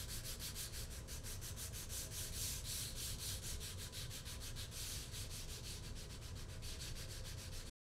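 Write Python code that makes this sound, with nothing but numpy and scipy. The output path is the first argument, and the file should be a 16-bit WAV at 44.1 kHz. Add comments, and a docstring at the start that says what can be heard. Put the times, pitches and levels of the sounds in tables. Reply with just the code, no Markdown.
"""Wet sandpaper, rubbed by hand back and forth along the edge of a plastic board, close to a mono microphone.
Each stroke swells and dies with the speed of the hand; the grit hisses through the board and the bent paper.
The place is a workshop: short reflections off bench and walls, a low rumble and hums underneath.
The sound cuts off in the middle of the last stroke."""
import sys
import numpy as np
from scipy import signal
from scipy.fft import rfft, irfft
from scipy.io import wavfile
from scipy.ndimage import uniform_filter1d

SR = 44100
rng = np.random.default_rng(int(sys.argv[2]) if len(sys.argv) > 2 else 0)


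def pcm_store(signal):
    """Save signal as 16-bit PCM."""
    levels = np.round(np.clip(np.atleast_2d(signal), -1, 1) * 32767)
    wavfile.write(sys.argv[1], SR, levels.astype(np.int16).T)


N = 348831


def amp(db):
    """Decibels to gain."""
    return 10 ** (np.asarray(db) / 20)


def unit_rms(x):
    """Scales to rms 1."""
    return x / np.sqrt(np.mean(x ** 2) + 1e-20)


def at_hz(table, hz):
    """Reads a table along a logarithmic frequency axis."""
    table_hz, values = np.transpose(table)
    return np.interp(np.log(hz + 1), np.log(table_hz + 1), values)


def at_time(table, t):
    """Reads each column of a table at the times t."""
    times, *columns = np.transpose(table)
    return [np.interp(t, times, column) for column in columns]


def bell(hz, centre_hz, width_hz):
    """Bell of a resonance, height 1."""
    return 1 / (1 + (2 * (hz - centre_hz) / width_hz) ** 2)


def hump(hz, centre_hz, octaves):
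    """Broad hump on a logarithmic frequency axis, height 1."""
    return np.exp(-(np.log2((hz + 1) / centre_hz) / octaves) ** 2)


def grit(coarse_share=0.13, coarse_per_s=6000, chatter_db=0.34):
    """Countless fine grains make a hiss, coarser ones tick, and the contact chatters slightly."""
    ticks = unit_rms(rng.standard_normal(N) * (rng.random(N) < coarse_per_s / SR))
    chatter = unit_rms(uniform_filter1d(rng.standard_normal(N), size=120))
    hiss = rng.standard_normal(N)
    return (np.sqrt(1 - coarse_share) * hiss + np.sqrt(coarse_share) * ticks) * amp(chatter_db * chatter)


def hand_swing(t, start, length, jerk, skew, creep=0.09, jerk_s=0.025):
    """The hand swings like a pendulum; the paper sticks at each turn and breaks away with a jerk."""
    age = np.maximum(t - start, 0)
    progress = np.clip(age / length, 0, 1)
    swing = np.maximum(np.sin(np.pi * progress ** skew), creep)
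    speed = np.hypot(swing, jerk * np.exp(-age / jerk_s))
    return progress, speed


def contact_drift(shape, frames=60, bins=4):
    """The contact shifts under the fingers, so the colour drifts in smooth random patches, rms 1."""
    slow_noise = uniform_filter1d(rng.standard_normal(shape), frames, axis=0)
    return unit_rms(uniform_filter1d(slow_noise, bins, axis=1))


def sanding(level_db=-44, glide_db=3.0, dulling_db_per_octave=0.5, drift_db=1.39):
    """Close up, the grit sounds through the paper, louder and brighter the faster the hand moves."""
    # Strokes, away and back in turn. Each row: start in seconds, length in seconds, pressure in dB.
    strokes = [(-.088, 0.16, 2.5), (0.081, 0.15, 1.5), (0.235, 0.14, 2), (0.397, .135, 2.5),
               (0.545, 0.15, 4), (0.725, 0.15, 1), (0.899, .13, -3), (1.078, 0.13, -0.5), (1.236, 0.15, 2),
               (1.415, 0.12, 0.7), (1.564, 0.14, 3), (1.729, .146, 1.5), (1.891, .202, 4),
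               (2.109, 0.22, 3.5), (2.321, 0.32, 6.5), (2.641, .315, 5.5), (2.951, 0.23, 5),
               (3.184, 0.23, 5.5), (3.418, 0.16, 4.5), (3.602, .157, 2.1), (3.774, 0.13, 0),
               (3.926, 0.16, 0.5), (4.098, 0.13, .6), (4.253, 0.13, -1), (4.401, 0.13, -0.2),
               (4.559, 0.12, -0.6), (4.713, 0.42, 3.5), (5.116, .175, 1.8), (5.295, 0.18, 2),
               (5.478, .146, 0.2), (5.629, 0.19, 1.3), (5.824, 0.1, -4), (5.953, 0.13, -2.8),
               (6.091, 0.1, -4.7), (6.212, 0.12, -4.5), (6.354, .11, -5.1), (6.483, 0.11, -6.4),
               (6.621, 0.17, 0), (6.788, 0.15, 0.8), (6.954, 0.12, -0.5), (7.078, 0.15, -1.6),
               (7.239, 0.12, -1.7), (7.368, 0.14, -2.4), (7.517, 0.14, -2.5), (7.648, .099, -6)]
    # Away, then back. Each row: jerk as a share of full speed, skew (under 1 is fastest early),
    # hollow tone in dB, low rasp in dB.
    directions = [(0.329, 0.764, -0.47, -0.14), (.42, 0.754, 0.14, 0.4)]
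    # Colour of paper on board at full speed. Each row: frequency in Hz, relative level in dB.
    scrape = [(200, -5.5), (500, -21.5), (800, -17.5), (1300, -8), (2100, -9), (3200, -3.5), (4400, -3),
              (5200, -5), (6800, -5), (9800, -6), (11700, -8.5), (12600, -11.5), (13600, -13), (15500, -22)]
    # How steeply each band follows the hand's speed. Each row: frequency in Hz, exponent.
    speed_law = [(500, 0.87), (1600, 0.72), (3000, 0.76), (5000, 0.94), (8000, 0.97), (14000, 1.36)]
    # The treble dulls as the work goes on. Each row: time in seconds, slope in dB per octave.
    treble = [(0, 4), (.4, 4.5), (1, 2), (1.45, 3.5), (2.6, 3), (3.7, 1.1), (4.3, 1.5), (5.6, -2),
              (6, -2.9), (6.65, -2.4), (7.6, -1)]
    # Hollow tone under the fingers. Each row: time in seconds, height in dB.
    hollow = [(.4, 2), (1.07, -1), (1.5, -.5), (2.65, 0.6), (3.42, -1.5), (3.93, 3.5), (4.56, 2.5),
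              (4.72, -0.3), (6, -1.7), (7.6, 0.5)]
    # Resonance of the paper, bent anew by the fingers. Each row: time in seconds, pitch in Hz, height in dB.
    paper = [(.24, 5000, 4), (.55, 4200, 6), (.73, 4650, 6), (.9, 6000, 2), (1.24, 6030, 4.5),
             (1.42, 6200, 5.5), (2.32, 6500, 3.4), (2.65, 4050, 4.5), (3.18, 4100, 4.5), (3.78, 3900, 1.5),
             (4.4, 3900, -0.5), (4.56, 3900, 6.5), (4.72, 4650, 2.6), (6.5, 4600, 1.5), (6.8, 4600, 4.5),
             (7.6, 4600, 2.2)]
    # Low rasp. Each row: time in seconds, height in dB.
    rasp = [(.08, 5.5), (.4, 6), (1, 0.3), (1.45, 3), (2.4, 1), (3.4, 0.2), (4, 2.5), (4.56, 2),
            (5.3, -3.5), (5.95, -3.5), (6.5, -1.5), (7.6, -1.8)]

    hz, t, grit_spectra = signal.stft(grit(), SR, nperseg=256, noverlap=224)
    stroke = np.clip(np.searchsorted(np.array(strokes)[:, 0], t) - 1, 0, len(strokes) - 1)
    start, length, pressure_db = np.array(strokes)[stroke].T[:, :, None]
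    jerk, skew, turn_hollow_db, turn_rasp_db = np.array(directions)[stroke % 2].T[:, :, None]
    # a firm stroke reaches full speed later; a long one reaches it early and then coasts
    skew = skew + 0.02 * pressure_db - 0.12 * np.log2(length / 0.15)
    progress, speed = hand_swing(t[:, None], start, length, jerk, skew)

    # the grip is taken at each turn and held through the stroke
    treble_slope = at_time(treble, start)[0]
    hollow_db = at_time(hollow, start)[0] + turn_hollow_db
    paper_hz, paper_db = at_time(paper, start)
    # pressing adds hiss, hardly any rasp
    rasp_db = at_time(rasp, start)[0] + turn_rasp_db - 0.93 * pressure_db
    # the rasp gives way at full speed, when the paper glides on its film of water
    rasp_db += glide_db * (0.5 - speed ** 4)
    # the grit bites brightest early in the stroke
    treble_slope += dulling_db_per_octave * (0.5 - progress)

    colour_db = at_hz(scrape, hz) + treble_slope * np.log2(np.maximum(hz, 4000) / 6000)
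    colour_db += hollow_db * hump(hz, centre_hz=3740, octaves=0.49)
    colour_db += paper_db * bell(hz, paper_hz, width_hz=640)
    colour_db += rasp_db * hump(hz, centre_hz=1480, octaves=0.78)
    colour_db += drift_db * contact_drift(colour_db.shape)
    gain = amp(level_db + pressure_db + colour_db) * speed ** at_hz(speed_law, hz)
    return signal.istft(grit_spectra * gain.T, SR, nperseg=256, noverlap=224)[1][:N]


def board(x, bounce_s=0.000506, bounce_share=0.088):
    """The board rings faintly, and a bounce off a near surface ripples the spectrum at the microphone."""
    # Resonances of the plastic. Each row: frequency in Hz, width in Hz, height in dB.
    resonances = [(1600, 170, 5.5), (2560, 140, 2.5), (3140, 150, 3), (4490, 380, 2.5), (5780, 830, 2),
                  (8050, 500, 1.5)]
    hz = np.fft.rfftfreq(N, 1 / SR)
    ring_db = sum(db * bell(hz, centre, width) for centre, width, db in resonances)
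    ripple = 1 + bounce_share * np.exp(-2j * np.pi * hz * bounce_s)
    return irfft(rfft(x) * amp(ring_db) * ripple, N)


def room_tail(reflections_per_s=3000):
    """Sparse reflections from bench and walls, the highest treble dying first."""
    # Decay of the workshop. Each row: frequency in Hz, seconds to fall by 60 dB.
    decay = [(250, 0.79), (2000, 0.28), (6000, 0.43), (14000, 0.15)]
    taps = rng.choice([-1., 1.], SR // 2) * (rng.random(SR // 2) < reflections_per_s / SR)
    taps[:100] = 0  # the direct sound reaches the microphone first
    hz, t, spectra = signal.stft(taps, SR, nperseg=256)
    fade = amp(-60 * t / at_hz(decay, hz)[:, None])
    tail = signal.istft(spectra * fade, SR, nperseg=256)[1]
    return tail / np.linalg.norm(tail)


def room(x, wet_db=-11, drift_hz=2.3, sets=4):
    """As the hand travels, the sound passes from one set of reflections to the next."""
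    place = drift_hz * np.arange(N) / SR
    shares = [np.maximum(np.sin(2 * np.pi * (place + k / sets)), 0) for k in range(sets)]
    reflections = sum(signal.fftconvolve(x * share, room_tail())[:N] for share in shares)
    return x + amp(wet_db) * reflections


def workshop(rumble_db=-51.5, hum_width_hz=9):
    """Room tone: a low rumble with narrow, wavering hums, as of ventilation."""
    # Colour of the rumble. Each row: frequency in Hz, relative level in dB.
    rumble_colour = [(12, -26), (21, 1.5), (29, 3.5), (41, -17), (58, -0.5), (74, -3.5), (100, -3.5),
                     (145, -8), (200, -16.5), (310, -22), (470, -20.5), (760, -30.5), (1050, -28.5),
                     (2000, -39.5), (8000, -39), (15000, -58)]
    # Standing hums. Each row: frequency in Hz, rms level in dB.
    hum_lines = [(27.5, -59.5), (59, -62.5), (92, -60.5), (119, -62.5), (240, -73.5), (354, -78),
                 (416, -74.5), (459, -77), (526, -73), (641, -77.5), (673, -86), (1001, -78.5), (1925, -88)]
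    hz = np.fft.rfftfreq(N, 1 / SR)
    rumble = irfft(rfft(rng.standard_normal(N)) * amp(at_hz(rumble_colour, hz)), N)
    hum_gain = sum(amp(db) * unit_rms(bell(hz, centre, hum_width_hz)) for centre, db in hum_lines)
    hums = irfft(rfft(rng.standard_normal(N)) * hum_gain, N)
    return amp(rumble_db) * unit_rms(rumble) + hums


def scene():
    """Sanding up close over the room tone; one microphone feeds both channels."""
    mono = room(board(sanding())) + workshop()
    return np.array([mono, mono])


def record(dry, end_s=7.696, fade_s=0.004, top_hz=15720):
    """The sound stops abruptly, and a steep low-pass takes off the highest treble."""
    gate = np.clip((end_s - np.arange(N) / SR) / fade_s + 0.5, 0, 1)
    low_pass = signal.firwin(801, top_hz, window=("kaiser", 9), fs=SR)
    return signal.oaconvolve(dry * gate, low_pass[None], "same")


dry = scene()
out = record(dry)
pcm_store(out)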